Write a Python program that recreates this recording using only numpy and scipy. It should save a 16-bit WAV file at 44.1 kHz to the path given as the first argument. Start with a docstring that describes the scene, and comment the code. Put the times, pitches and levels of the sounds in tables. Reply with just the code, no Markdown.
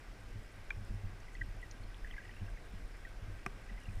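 """On the gravel bed of a shallow stream, heard from inside a camera's watertight case.
The current hisses past and rocks the case on its mount, and eddies thump it into a low ring.
The camera's electronics add a faint whine near 5.1 kHz.
Grit ticks nearby, sand prickles on the shell, and a pebble's impact excites the shell's modes.
Bubbles blip as damped resonators, blurred by echoes between bed and surface; one snaps on the case."""
import sys
import numpy as np
from scipy import signal
from scipy.fft import rfft, irfft
from scipy.io import wavfile
from scipy.ndimage import uniform_filter1d

SR = 44100
rng = np.random.default_rng(int(sys.argv[2]) if len(sys.argv) > 2 else 0)


def wrap_up_sound(samples):
    """Save the sound to the file named by the first command line argument, as 16-bit audio."""
    columns = np.atleast_2d(samples).T
    # keep every value between -1 and 1, then stretch to whole-number steps
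    tamed = np.clip(columns, -1, 1)
    steps = np.round(tamed * 32767).astype(np.int16)
    wavfile.write(sys.argv[1], SR, steps)


N = 176400


def amp(db):
    return 10 ** (np.asarray(db) / 20)


def unit_rms(x):
    return x / np.sqrt(np.mean(abs(x) ** 2) + 1e-20)


def add(mix, start, sound):
    part = mix[max(round(start * SR), 0):][:len(sound)]
    part += sound[:len(part)]


def filtered(x, curve):
    """Linear filtering: the spectrum is multiplied by a gain curve given as (Hz, dB) points."""
    hz, db = np.transpose(curve)
    gain_db = np.interp(np.log(np.fft.rfftfreq(len(x), 1 / SR) + 1), np.log(hz + 1), db)
    return irfft(rfft(x) * amp(gain_db), len(x))


def noise(spectrum, size):
    """Spectral shaping: white noise takes on the given spectrum, at rms 1."""
    return unit_rms(filtered(rng.standard_normal(size), spectrum))


def band(centre_hz, octaves, size):
    """Band-pass filtering: noise of rms 1 under a Gaussian bell on the octave scale."""
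    distance = np.log2((np.fft.rfftfreq(size, 1 / SR) + 1) / centre_hz)
    bell = np.exp(-.5 * (distance / octaves) ** 2)
    return unit_rms(irfft(rfft(rng.standard_normal(size)) * bell, size))


def ring(t, rise, t60):
    """Exponential damping: an envelope swells to 1 in rise seconds, then loses 60 dB every t60 seconds."""
    swell = np.sin(np.pi / 2 * np.minimum(t / rise, 1))
    return swell * np.exp(-np.log(1000) * np.maximum(t - rise, 0) / t60)


def wash_and_whine():
    """Broadband flow noise and a narrow electronic whine, with drifting patches and a slight flicker."""
    # The stream's hiss through the case, with a faint camera-electronics whine near 5.1 kHz.
    # Each row: frequency in Hz, relative spectral level in dB.
    spectrum = [(20, -15.5), (60, -1.5), (100, 7), (140, -5.5), (200, -7.5), (245, -6.5), (310, -8.5),
                (400, -8.5), (520, -9), (740, -9.5), (980, -13.5), (1200, -11.5), (1400, -13.5),
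                (1590, -7.5), (1740, -15.5), (1920, -10), (2100, -13), (2350, -13), (2850, -19),
                (3400, -20.5), (4000, -23), (4750, -24), (5020, -23.5), (5096, -17.5), (5180, -23.5),
                (5450, -22.5), (6400, -28), (8400, -29.5), (10000, -31.5), (12500, -37.5), (15300, -39)]
    frames = dict(nperseg=512, noverlap=384)
    cells = signal.stft(rng.standard_normal(N), SR, **frames)[2]
    drift = uniform_filter1d(rng.standard_normal(cells.T.shape), size=20, axis=0)  # along time
    patches_db = unit_rms(uniform_filter1d(drift, size=7, axis=1)).T  # along frequency
    flicker_db = 0.2 * unit_rms(uniform_filter1d(rng.standard_normal(cells.shape[1]), size=8))
    patchy_noise = signal.istft(cells * amp(patches_db + flicker_db), **frames)[1][:N]
    return amp(-56.5) * unit_rms(filtered(patchy_noise, spectrum))


def rocking():
    """Forced vibration: surges of current sway the case on its mount as turbulence buffets the shell."""
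    # The surges. Each row: time in seconds, rumble level in dB.
    surge_levels = [(0.0, -57), (0.11, -47.5), (0.18, -58), (0.23, -49.5), (0.41, -46), (0.47, -55),
                    (0.66, -51), (0.72, -43), (0.85, -49), (0.88, -41), (0.95, -42), (1.01, -53),
                    (1.06, -40.5), (1.14, -51.5), (1.37, -46.5), (1.4, -41), (1.79, -51.5), (1.83, -43.5),
                    (2.0, -50.5), (2.04, -41.5), (2.19, -47), (2.22, -55), (2.54, -41), (2.58, -53),
                    (2.84, -43), (2.94, -49.5), (3.36, -45.5), (3.44, -53.5), (3.49, -45.5), (3.63, -53.5),
                    (3.73, -41), (3.82, -52), (3.97, -38.5), (4.0, -46)]
    # The sway of the case. Each row: frequency in Hz, relative spectral level in dB.
    sway_spectrum = [(5, -17), (18, -1), (28, -14), (34, 3), (38.5, 1.5), (43, -7.5), (51, -11),
                     (64, -19.5), (80, -28), (130, -45.5), (400, -68)]
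    # Turbulence on the shell. Each row: frequency in Hz, relative spectral level in dB.
    buffet_spectrum = [(60, -30), (130, -1), (185, 0), (250, -5.5), (330, -2.5), (450, -11), (800, -22),
                       (2000, -48)]
    t, flutter_s = np.arange(N) / SR, 0.025
    surge = amp(np.interp(t, *np.transpose(surge_levels)))
    sway = signal.hilbert(noise(sway_spectrum, N))
    # Dividing out the sway's own envelope lets the surges set its level.
    steady_sway = sway.real / np.sqrt(uniform_filter1d(abs(sway) ** 2, size=4400) + 1e-6)
    flutter_db = 2 * np.interp(t / flutter_s, np.arange(N), rng.standard_normal(N))
    buffet = noise(buffet_spectrum, N) * surge ** 0.42 * amp(flutter_db)
    return unit_rms(steady_sway) * surge + amp(-66) * unit_rms(buffet)


def eddy_thumps():
    """Free vibration: each eddy sets off a low, damped ring with a rough overtone near the octave."""
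    # Each row: start in seconds, level in dB, pitch in Hz, relative overtone level in dB before halving.
    eddies = [(0.351, -38.5, 101.8, -9), (0.404, -50, 95.7, -5), (0.571, -47.5, 98.5, -8),
              (.768, -39, 97.4, -2), (0.805, -40.5, 97.3, -3), (.903, -40, 97.5, -2),
              (0.936, -37.5, 101.5, -5.5), (1.034, -36, 95, -5), (1.126, -48.5, 99.5, -0.5),
              (1.408, -40.5, 94, -9), (1.478, -44, 91.4, -9), (1.54, -46, 100.5, -7),
              (1.799, -48.5, 101.4, -4), (1.841, -46.5, 96, 1), (2.411, -35.5, 96, -3.5),
              (2.733, -44, 94.4, 0.5), (2.792, -54, 90, 4), (3.217, -40.5, 94, -8), (3.276, -39, 96.6, -9),
              (3.709, -53, 100.7, 8.5), (3.878, -39, 98.6, 0), (3.971, -37, 90, -30)]
    out, t = np.zeros(N), np.arange(SR // 2) / SR
    rise_s = 0.0076
    for start, db, hz, overtone_db in eddies:
        fundamental = np.sin(2 * np.pi * hz * t) * ring(t, rise_s, t60=0.26)
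        overtone_hz = 1.998 * hz
        roughness = 0.37 * band(overtone_hz, octaves=0.19, size=len(t))
        overtone = (np.sin(2 * np.pi * overtone_hz * t) + roughness) * ring(t, rise_s / 2, t60=0.15)
        add(out, start, amp(db) * (fundamental + amp(overtone_db) * overtone / 2))
    return out


def grit_ticks():
    """Impact sound: small stones tick on the bed, each a brief tone in a band of noise."""
    # Each row: start in seconds, gain in dB, pitch in Hz, noise width in octaves.
    stones = [(1.202, -56, 6170, 0.14), (1.220, -59, 4800, 0.055), (1.341, -59, 6500, 0.093),
              (1.352, -58, 4400, .05), (1.618, -55, 2920, 0.11), (1.711, -44, 5670, 0.18),
              (1.7123, -53, 4430, .12), (1.835, -53, 4300, 0.051), (1.944, -52.5, 3000, 0.27),
              (3.835, -58, 5500, 0.12), (3.918, -63, 5260, 0.12)]
    out, t = np.zeros(N), np.arange(SR // 10) / SR
    for start, db, hz, octaves in stones:
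        tick = amp(-10.5) * np.sin(2 * np.pi * hz * t) + amp(-6) * band(hz, octaves, len(t))
        add(out, start, amp(db) * tick * ring(t, rise=0.0014, t60=0.019))
    return out


def sand_prickle():
    """Incoherent addition: sand grains strike the case at random times, and their powers sum."""
    # Spells of sand. Each row: start and length in seconds, grains per second, top grain level in dB.
    spells = [(0, 4, 16, -67), (0.837, 0.152, 25, -68), (3.798, 0.2, 110, -67.5)]
    power, t = np.zeros(N), np.arange(SR // 10) / SR
    grain = ring(t, rise=0.0014, t60=0.016)
    for start, length, rate, db in spells:
        for when, weakness in rng.random((round(rate * length), 2)):
            add(power, start + when * length, (amp(db - 6 * weakness) * grain) ** 2)
    return np.sqrt(power) * band(centre_hz=8440, octaves=0.3, size=N)


def pebble_knock():
    """Impulse excitation: a pebble cracks against the case and rings its normal modes."""
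    # Modes of the case. Each row: frequency in Hz, relative level in dB, t60 in seconds.
    shell_modes = [(124, -11, 0.084), (202, -9.5, 0.062), (387, -15, 0.11), (674, -15, 0.047),
                   (774, -10, 0.027), (866, -13, 0.02), (1183, -4, 0.028), (1360, -22, 0.052),
                   (1545, -16, 0.041), (1960, -4, 0.012), (2200, -3.5, 0.013), (2470, -2, 0.015),
                   (5380, -16, 0.015), (5950, -14.5, .008), (6400, -20, 0.0091), (7350, -28, 0.0086)]
    # The impact. Each row: start in seconds, gain of the modes in dB, level of the crack in dB.
    impacts = [(3.4629, -29, -37)]
    # The crack. Each row: frequency in Hz, relative spectral level in dB.
    crack_spectrum = [(100, -10), (800, 4.5), (2600, -1.5), (3050, -24), (4500, -13), (6000, -23),
                      (8500, -8.5), (10500, -22), (12000, -20), (15000, -44)]
    out, t = np.zeros(N), np.arange(SR // 5) / SR
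    rise_s = 0.00013
    body = sum((-1) ** k * amp(db) * ring(t, rise_s, t60) * np.sin(2 * np.pi * hz * t)
               for k, (hz, db, t60) in enumerate(shell_modes))
    for start, body_db, crack_db in impacts:
        crack = noise(crack_spectrum, len(t)) * ring(t, rise_s, t60=0.012)
        add(out, start, amp(body_db) * body + amp(crack_db) * crack)
    return out


def bubble_snap():
    """Modal superposition: a bubble snaps on the case, a bright tick that opens into a ringing pop."""
    # The snap. Each row: start in seconds, gain in dB.
    snaps = [(0.7044, -31.5)]
    # Its modes. Each row: frequency in Hz, relative level in dB, rise and t60 in seconds.
    modes = [(844, -18.5, 0.0027, 0.028), (1125, -15, .002, 0.017), (1610, -1.4, 0.0033, 0.0078),
             (2060, -6, 0.0014, 0.0097), (2360, -0.5, 0.004, 0.027), (3380, -12, .0007, 0.009),
             (5300, -21, 0.0003, 0.0068), (6200, -20, 0.0003, 0.0054)]
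    out, t = np.zeros(N), np.arange(SR // 10) / SR
    pop = sum(amp(db) * ring(t, rise, t60) * np.sin(2 * np.pi * hz * t) for hz, db, rise, t60 in modes)
    for start, db in snaps:
        add(out, start, amp(db) * pop)
    return out


def bubble(db, hz, rise, t60):
    """Damped resonance: one bubble's tone swells, sinks in pitch and dies away."""
    t = np.arange(SR // 10) / SR
    sag_share, sag_s = 0.11, 0.02
    pitch = hz * (1 - sag_share * (1 - np.exp(-t / sag_s)))
    return amp(db) * ring(t, rise, t60) * np.sin(2 * np.pi * np.cumsum(pitch) / SR)


def bubbles():
    """Multiple reflection: clear bubbles and a faint trickle echo between the bed and the surface."""
    # Bubbles close by. Each row: start in seconds, level in dB, first pitch in Hz, rise and t60 in seconds.
    near_bubbles = [(1.23, -53, 2430, .002, 0.016), (1.281, -48.5, 2070, 0.0029, 0.023),
                    (1.350, -42.5, 2030, 0.003, 0.026), (1.352, -55, 3300, .002, .018),
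                    (1.368, -50, 2580, .002, .02), (1.411, -32.5, 1973, 0.0072, 0.022),
                    (1.4134, -39.5, 1660, 0.0044, 0.038), (1.627, -42, 2018, 0.0049, 0.05),
                    (2.046, -40.5, 1870, 0.0016, 0.026), (2.047, -47.5, 1710, 0.0015, .025),
                    (2.070, -50, 2000, .002, .02), (2.109, -46, 1940, 0.0023, 0.019),
                    (2.111, -43, 3180, 0.0021, 0.016), (2.138, -42.5, 2010, 0.0018, 0.03),
                    (2.166, -44.5, 2140, 0.0034, 0.028), (2.180, -39, 1687, 0.0021, 0.055),
                    (2.200, -48, 1980, .004, 0.028), (2.218, -49, 1670, 0.0014, 0.02),
                    (2.241, -55, 2460, 0.0022, 0.015), (2.248, -48, 1960, 0.0055, 0.018),
                    (2.253, -54, 3020, 0.0014, 0.014), (2.290, -47, 1970, 0.006, .028),
                    (2.311, -53, 3060, 0.0018, 0.018), (2.365, -52.5, 2800, .002, .02),
                    (2.483, -52, 1640, 0.0072, 0.04), (2.565, -50.5, 2220, .007, .016),
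                    (2.572, -47, 1900, 0.0027, .02), (3.049, -41.5, 1945, 0.0044, 0.04),
                    (3.071, -48, 1590, 0.0022, 0.035), (3.693, -48, 2010, 0.005, .03),
                    (3.774, -49, 2120, 0.0056, 0.02), (3.854, -52.5, 2830, .004, 0.024),
                    (3.888, -49, 2530, .004, 0.022)]
    # Faint swarms. Each row: start and length in seconds, bubbles per second, middle level in dB.
    swarms = [(0, 4, 55, -67.5), (2.059, 0.26, 350, -59.5), (2.324, .17, 220, -61.5),
              (3.663, 0.35, 140, -62.5)]
    # How the case transmits the trickle. Each row: frequency in Hz, gain in dB.
    case_response = [(1400, -1), (1620, 3), (1760, 4), (1930, 3), (2100, 3), (2350, -2), (2900, 1.5),
                     (3300, -7), (3800, -14)]
    near, trickle, t = np.zeros(N), np.zeros(N), np.arange(SR // 10) / SR
    echo_share, swarm_range_db = 0.25, 14
    reflections = rng.standard_normal(len(t)) * ring(t, rise=0.0022, t60=0.023)
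    for start, db, hz, rise, t60 in near_bubbles:
        add(near, start, bubble(db, hz, rise, t60))
    for start, length, rate, middle_db in swarms:
        for when, strength, height in rng.random((round(rate * length), 3)):
            hz = 2260 * np.exp(0.38 * (2 * height - 1))
            db = middle_db + swarm_range_db * (strength - .5)
            add(trickle, start + when * length, bubble(db, hz, rise=0.0011, t60=0.02))
    direct = near + filtered(trickle, case_response)
    echoes = signal.fftconvolve(direct, reflections / np.linalg.norm(reflections))[:N]
    return (1 - echo_share) * direct + echo_share * echoes


def scene():
    """Superposition: all sources sum at the one microphone inside the case."""
    background = wash_and_whine() + rocking() + eddy_thumps()
    gravel = grit_ticks() + sand_prickle() + pebble_knock()
    return (background + gravel + bubble_snap() + bubbles())[None]


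def record(dry):
    """Band limiting: a steep low-pass filter removes the treble above 15.4 kHz."""
    low_pass = signal.firwin(511, 15400, window=("kaiser", 9), fs=SR)
    return signal.oaconvolve(dry, low_pass[None], "same")


dry = scene()
out = record(dry)
wrap_up_sound(out)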